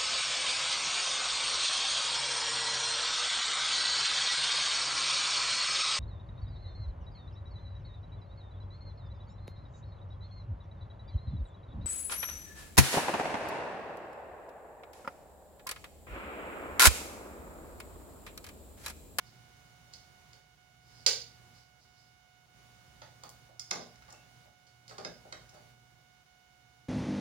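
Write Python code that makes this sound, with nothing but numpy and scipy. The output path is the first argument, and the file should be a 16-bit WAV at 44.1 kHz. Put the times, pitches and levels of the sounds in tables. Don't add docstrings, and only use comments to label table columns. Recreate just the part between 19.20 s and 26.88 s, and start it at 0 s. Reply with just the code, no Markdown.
import sys
import numpy as np
from scipy import signal
from scipy.fft import rfft, irfft
from scipy.io import wavfile
from scipy.ndimage import uniform_filter1d

SR = 44100
rng = np.random.default_rng(int(sys.argv[2]) if len(sys.argv) > 2 else 0)


def digitize_waveform(pressure):
    field = np.atleast_2d(pressure).T
    bounded = np.clip(field, -1, 1)
    quanta = np.round(bounded * 32767).astype(np.int16)
    wavfile.write(sys.argv[1], SR, quanta)


N = 338908
TIME = np.arange(N) / SR
MAINS_HZ, WHINE_HZ = 60, 730.5

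# frequency in Hz, seconds to fade by 60 dB.
ECHO_FADE = [(100, 0.45), (500, 0.37), (1500, 0.34), (4500, 0.41), (8000, .32), (15000, 0.39)]
# frequency in Hz, likeness from 0 to 1.
STEREO_LIKENESS = [(60, 0.85), (300, 0.54), (550, 0.78), (1000, 0), (2000, 0.66), (15000, 0.27)]
# frequency in Hz, gain in dB.
ECHO_TONE = [(100, 9), (700, 4.5), (1500, -0.5), (3000, 2.5), (15000, 0)]
RUMBLE_TONE = [(25, -39), (40, -21.5), (56, 1), (72, -1), (100, -4), (150, -0.5), (190, -9), (280, -15),
               (450, -20), (1100, -22), (2500, -32)]
HISS_TONE = [(300, 1.5), (800, 11), (1600, 6.5), (2500, 7.5), (4500, 7), (7000, 5), (8000, -10.5),
             (9500, -2), (11500, -9), (13400, -6.5), (15000, -3)]
LEFT_MIC_TONE = [(100, -4.5), (400, 3.5), (1000, 0.5), (2000, 4), (4500, -13), (7000, 6), (9000, 6),
                 (15000, -4.5)]
RIGHT_MIC_TONE = [(100, 1.5), (400, 0.5), (1000, 4.5), (2000, 5), (4500, 5), (7000, -3), (9000, -13.5),
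                  (15000, -2.5)]
LOUDER_SPANS = [(-.1, 1.2), (1.68, 2.42), (3.35, 4.3), (4.5, 5.28), (5.68, 6.53)]
# multiple of WHINE_HZ or MAINS_HZ, relative level in dB.
WHINE_HARMONICS = [(1, 0.5), (2, -0.5), (3, -2.5), (4, -6), (5, -11), (6, -20), (7, -15.5), (8, -15.5),
                   (9, -23)]
HUM_HARMONICS = [(2, 1.5), (4, -16.5), (6, -22)]
WHINE_DIPS = [(0.108, 0.025), (1.363, 0.026), (2.629, 0.04), (3.271, 0.023), (6.748, 0.013), (7.048, 0.026)]
# time in seconds, level in dB.
HUM_SWELLS = [(0.0, -68.5), (0.04, -64), (1.45, -75.5), (1.77, -65.5), (2.33, -65.5), (2.5, -75.5),
              (2.95, -72), (2.99, -82), (3.51, -66), (3.55, -72), (3.78, -65.5), (5.28, -71), (5.35, -76.5),
              (5.73, -66), (6.67, -67.5), (7.16, -81.5), (7.44, -73), (7.68, -74)]
# middle in seconds, length in seconds, level in dB.
FINGER_STROKES = [(.07, .06, -66.5), (0.74, 0.019, -54), (1.796, 0.27, -64.5), (2.378, 0.092, -65),
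                  (2.626, 0.064, -68.5), (2.794, 0.17, -70.5)]
# start in seconds, rattle time in seconds,
# panel level in dB, board level in dB, pitch factor for the panel.
HAND_KNOCKS = [(3.8173, 0.0031, -50, -65, 0.925), (4.035, 0.0019, -50, -63, 0.91),
               (4.29, .009, -73, -66, 0.93), (4.5115, 0.0071, -40.5, -50, 0.9),
               (4.555, 0.0053, -50.5, -52, 1.07), (4.59, 0.0064, -58, -55.5, 0.96),
               (4.88, 0.016, -57, -69.5, 1.02), (4.925, 0.0093, -61, -64, 1.22),
               (5.255, 0.012, -74, -70, 1.1), (5.706, 0.0084, -53.5, -61, 1.18),
               (5.782, 0.0051, -49.5, -52.5, 1.06), (5.797, 0.0085, -57, -57.5, 1.03),
               (5.85, 0.0036, -55.5, -50, 1.27), (6.052, .002, -68, -60, 1.36),
               (6.125, 0.0021, -51, -58.5, 1.44), (6.212, 0.0072, -65, -84, 1.24),
               (6.33, 0.038, -63, -61, 1.22)]
# frequency in Hz, width in Hz, relative level in dB.
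PANEL_MODES = [(667, 160, -5), (926, 72, 0.5), (1070, 135, 4.5), (1376, 260, 3.5), (2080, 350, -2.5),
               (2870, 890, -2), (3560, 1000, 1.5), (4640, 460, 0.5), (5190, 150, 0), (6660, 280, -2),
               (9900, 920, -29)]
BOARD_MODES = [(163, 15, -10), (229, 54, -7.5), (365, 68, -7), (493, 56, -3), (618, 103, 6), (641, 89, 6),
               (778, 85, -3.5)]
ROCKER_MODES = [(245, 27, -30.5), (431, 54, -24), (484, 40, -17), (540.6, 31, -17.5), (903, 120, -21),
                (1490, 200, -17), (2070, 230, -13.5), (2440, 480, -15.5), (2940, 160, -14.5),
                (3670, 260, -9), (4350, 229, -3.5), (4840, 320, 0.5), (5700, 440, -1), (5960, 280, -1.5),
                (6750, 400, -8), (7350, 370, -12.5), (8850, 490, -18), (9360, 500, -19.5),
                (10760, 630, -25), (13100, 1000, -29.5), (15200, 1300, -16.5)]
TOGGLE_MODES = [(1430, 180, -7), (2154, 100, -8.5), (2540, 160, -14.5), (3180, 270, -12), (3580, 290, -5),
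                (4370, 410, -3), (4890, 280, 1.5), (5646, 210, 6.5), (6490, 110, -1), (7090, 170, -4.5),
                (9100, 260, -12), (9300, 440, -15), (10850, 300, -12.5), (12900, 900, -25),
                (14900, 1000, -12)]
SPRING_MODES = [(2000, 21, -18), (4870, 13, -1), (5007, 9.7, 2), (5150, 5.1, -6), (5000, 15, -3),
                (5860, 40, -18), (6960, 18, -13)]
# start in seconds, rattle time in seconds, level in dB, brightness in dB per octave.
ROCKER_HITS = [(.736, 0.0045, -52, 1.5), (1.131, 0.0043, -59.5, -2.5), (1.8625, 0.0037, -23.5, .5),
               (1.8648, .0034, -24.5, 0.5), (4.0355, 0.0026, -55, 7), (5.466, .012, -65, -1.5),
               (5.679, 0.0035, -55.5, 1), (5.693, 0.0099, -55, -3), (5.781, 0.005, -50.5, -3)]
TOGGLE_HITS = [(4.3945, 0.005, -43, 3), (4.5085, .003, -44, 3), (4.5115, 0.0023, -32, -2.5),
               (4.757, .004, -65, -4), (4.822, .0067, -62, -11), (4.903, .0061, -59, 3),
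               (4.925, 0.0061, -58, 8), (5.848, 0.0047, -44, -6), (6.124, 0.0032, -49.5, -6),
               (6.292, 0.0061, -61, 2), (6.34, .016, -67, 10)]
SPRING_HITS = [(4.3945, .00086, -49, 23), (4.5115, 0.00092, -61, -13), (4.602, 0.00085, -57, -10),
               (5.848, .00086, -54.5, -8)]
PLASTIC_TICKS = [(4.0355, .001, -62, 11), (4.092, 0.0011, -52.5, 12.5), (4.0995, .002, -57, 16)]
# start in seconds, pitch in Hz, seconds to fade by 60 dB, level in dB.
METAL_PINGS = [(4.902, 5830, .08, -56), (4.925, 5800, 0.08, -61), (4.925, 7080, 0.06, -57),
               (4.941, 2700, 0.35, -63.5), (5.849, 5000, 0.23, -49), (5.848, 3734, 0.14, -50.5),
               (6.126, 1570, .16, -51), (6.125, 4390, 0.035, -42.5), (6.126, 3184, 0.33, -64),
               (6.125, 3880, 0.22, -60), (6.35, 4560, .4, -70)]


def from_db(db):
    return 10 ** (np.asarray(db) / 20)


def unit_level(x):
    return x / np.sqrt(np.mean(x ** 2) + 1e-20)


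def at_hz(table, hz):
    row_hz, values = np.transpose(table)
    return np.interp(np.log(np.maximum(hz, 1)), np.log(row_hz), values)


def coloured(x, tone):
    size = 8192
    gains = from_db(at_hz(tone, np.fft.rfftfreq(size, 1 / SR)))
    cepstrum = irfft(np.log(gains))
    cepstrum[1:size // 2] *= 2
    cepstrum[size // 2 + 1:] = 0
    response = irfft(np.exp(rfft(cepstrum)))
    return signal.fftconvolve(x, response)[:len(x)]


def resonate(x, hz, width_hz):
    decay = np.exp(-np.pi * abs(width_hz) / SR)
    feedback = [1, -2 * decay * np.cos(2 * np.pi * hz / SR), decay * decay]
    return unit_level(signal.lfilter([1, 0, -1], feedback, x))


def stereo_noise(size):
    mid, side = rfft(rng.standard_normal((2, size)))
    alike = at_hz(STEREO_LIKENESS, np.fft.rfftfreq(size, 1 / SR))
    return irfft(np.sqrt(1 + alike) * mid + np.sqrt(1 - alike) * side * [[1], [-1]], size)


def room_echo(build_s):
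    size = SR // 2
    t, hz = TIME[:size], np.fft.rfftfreq(size, 1 / SR)
    spectrum = rfft(stereo_noise(size))
    build_up = 1 - np.exp(-(t / build_s) ** 2)
    edges, echo = np.geomspace(60, SR / 2, 34), 0
    for low, high in zip(edges, edges[1:]):
        centre = np.sqrt(low * high)
        fade = from_db(-60 * t / at_hz(ECHO_FADE, centre))
        band = irfft(spectrum * ((hz >= low) & (hz < high)), size)
        gain = from_db(at_hz(ECHO_TONE, centre)) * np.sqrt(2 * (high - low) / SR / size)
        echo += gain * unit_level(band * build_up * fade)
    return echo


def in_room(x, echo, direct_db, echo_db):
    lag = 13
    direct = np.array([np.pad(x, (lag, 0))[:N], x])
    reflected = signal.oaconvolve(x[None], echo, axes=1)[:, :N]
    return from_db(direct_db) * direct + from_db(echo_db) * reflected


def noise_rise(ramp_s):
    return sum(np.clip(np.minimum(TIME - start, end - TIME) / ramp_s + .5, 0, 1)
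               for start, end in LOUDER_SPANS)


def low_rumble(hum_db, rise):
    level_db = -68.5 + 0.29 * (hum_db - hum_db.mean()) + 4 * rise
    noise = np.array([coloured(side, RUMBLE_TONE) for side in stereo_noise(N)])
    return from_db(level_db) * unit_level(noise)


def camera_hiss(rise):
    noise = np.array([coloured(side, HISS_TONE) for side in rng.standard_normal((2, N))])
    return from_db(-69.5 + 4 * rise) * unit_level(noise)


def camera_whine(rise, wobble, dip_db):
    phase = 2 * np.pi * WHINE_HZ * TIME + wobble * np.sin(2 * np.pi * MAINS_HZ * TIME)
    tone = sum(from_db(db) * np.sqrt(2) * np.sin(multiple * phase + 2 * np.pi * rng.random())
               for multiple, db in WHINE_HARMONICS)
    dipping = sum(abs(TIME - middle) < length / 2 for middle, length in WHINE_DIPS)
    dips = uniform_filter1d(from_db(dip_db * dipping), size=128)
    return from_db(-68 + 1.88 * rise) * tone * dips


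def ballast_hum(hum_db, waver):
    sway_times = np.arange(0, TIME[-1] + 1, 0.1)
    sway = np.interp(TIME, sway_times, rng.standard_normal(len(sway_times)))
    phase = 2 * np.pi * MAINS_HZ * TIME + waver * sway
    tone = sum(from_db(db) * np.sqrt(2) * np.sin(multiple * phase) for multiple, db in HUM_HARMONICS)
    return from_db(hum_db - 0.3) * tone


def finger_brushes():
    friction = rng.standard_normal(N)
    for _ in range(2):
        friction = resonate(friction, hz=4960, width_hz=1600)
    return friction * sum(from_db(db) * np.exp(-(2 * (TIME - middle) / length) ** 2)
                          for middle, length, db in FINGER_STROKES)


def strike(modes, taps_per_s, impact, grit, rattle_s, db, brightness, pitch=1):
    size = SR // 3
    taps = rng.choice([-1, 1], size) * (rng.random(size) < taps_per_s / SR)
    taps = taps + grit * rng.standard_normal(size)
    taps[0] = impact
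    force = taps * np.exp(-np.minimum((TIME[:size] / rattle_s) ** 2, 30))
    hz, width, mode_db = np.transpose(modes)
    shares = from_db(mode_db + brightness * np.log2(hz))
    ring = sum((-1) ** k * shares[k] * resonate(force, hz[k] * pitch, width[k]) for k in range(len(hz)))
    gain = from_db(db) * np.sqrt(0.02 * SR / size)
    return gain * unit_level(ring / shares.max())


def struck(hits, modes, taps_per_s, impact, grit):
    track = np.zeros(N + SR)
    for start_s, *hit in hits:
        sound = strike(modes, taps_per_s, impact, grit, *hit)
        start = round(start_s * SR)
        track[start:start + len(sound)] += sound
    return track[:N]


def plastic_ticks(echo):
    ticks = struck(PLASTIC_TICKS, ROCKER_MODES, taps_per_s=1500, impact=0.9, grit=0.15)
    return in_room(ticks, echo, direct_db=-2.5, echo_db=-8.5)


def hand_knocks(echo):
    start_s, rattle_s, panel_db, board_db, pitch = np.transpose(HAND_KNOCKS)
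    panel_brightness = -1.5 - 6.5 * np.log2(pitch)
    board_brightness = 5.5 - 0.56 * (board_db - board_db.mean())
    board_rattle_s = 1.35 * rattle_s
    panel_hits = zip(start_s, rattle_s, panel_db, panel_brightness, pitch)
    board_hits = zip(start_s, board_rattle_s, board_db, board_brightness)
    panel = struck(panel_hits, PANEL_MODES, taps_per_s=1200, impact=0.38, grit=0.13)
    board = struck(board_hits, BOARD_MODES, taps_per_s=1100, impact=0.74, grit=0.21)
    return (in_room(panel, echo, direct_db=-5, echo_db=-4.5)
            + in_room(board, echo, direct_db=1.5, echo_db=0.5))


def metal_pings():
    track, t = np.zeros(N), TIME[:SR // 2]
    for start_s, hz, fade_s, db in METAL_PINGS:
        start = round(start_s * SR)
        track[start:start + len(t)] += from_db(db - 60 * t / fade_s) * np.sin(2 * np.pi * hz * t)
    return track


def toggle_switch(echo):
    clicks = struck(TOGGLE_HITS, TOGGLE_MODES, taps_per_s=1400, impact=0.62, grit=0.063)
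    spring = struck(SPRING_HITS, SPRING_MODES, taps_per_s=600, impact=0.82, grit=0.11)
    return (in_room(clicks, echo, direct_db=-1.2, echo_db=-5)
            + in_room(spring + metal_pings(), echo, direct_db=2, echo_db=-7))


def rocker_switch(echo):
    clicks = struck(ROCKER_HITS, ROCKER_MODES, taps_per_s=2100, impact=0.42, grit=0.41)
    return in_room(clicks, echo, direct_db=-2, echo_db=-2.5)


def scene():
    hum_db = np.interp(TIME, *np.transpose(HUM_SWELLS))
    rise = noise_rise(ramp_s=0.059)
    background = ballast_hum(hum_db, waver=0.23) + low_rumble(hum_db, rise)
    echo = room_echo(build_s=0.0013)
    clicks = rocker_switch(echo) + plastic_ticks(echo) + toggle_switch(echo)
    hand = hand_knocks(echo) + in_room(finger_brushes(), echo, direct_db=-2, echo_db=-2.5)
    left, right = background + hand + clicks
    room = np.array([coloured(left, LEFT_MIC_TONE), coloured(right, RIGHT_MIC_TONE)])
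    hiss = camera_hiss(rise) * from_db([[-1.2], [1.2]])
    whine = camera_whine(rise, wobble=0.16, dip_db=-33) * from_db([[-26], [0]])
    return room + hiss + whine


def record(dry):
    return signal.sosfilt(signal.ellip(12, .1, 80, 16000, fs=SR, output="sos"), dry)


dry = scene()
out = record(dry)
digitize_waveform(out)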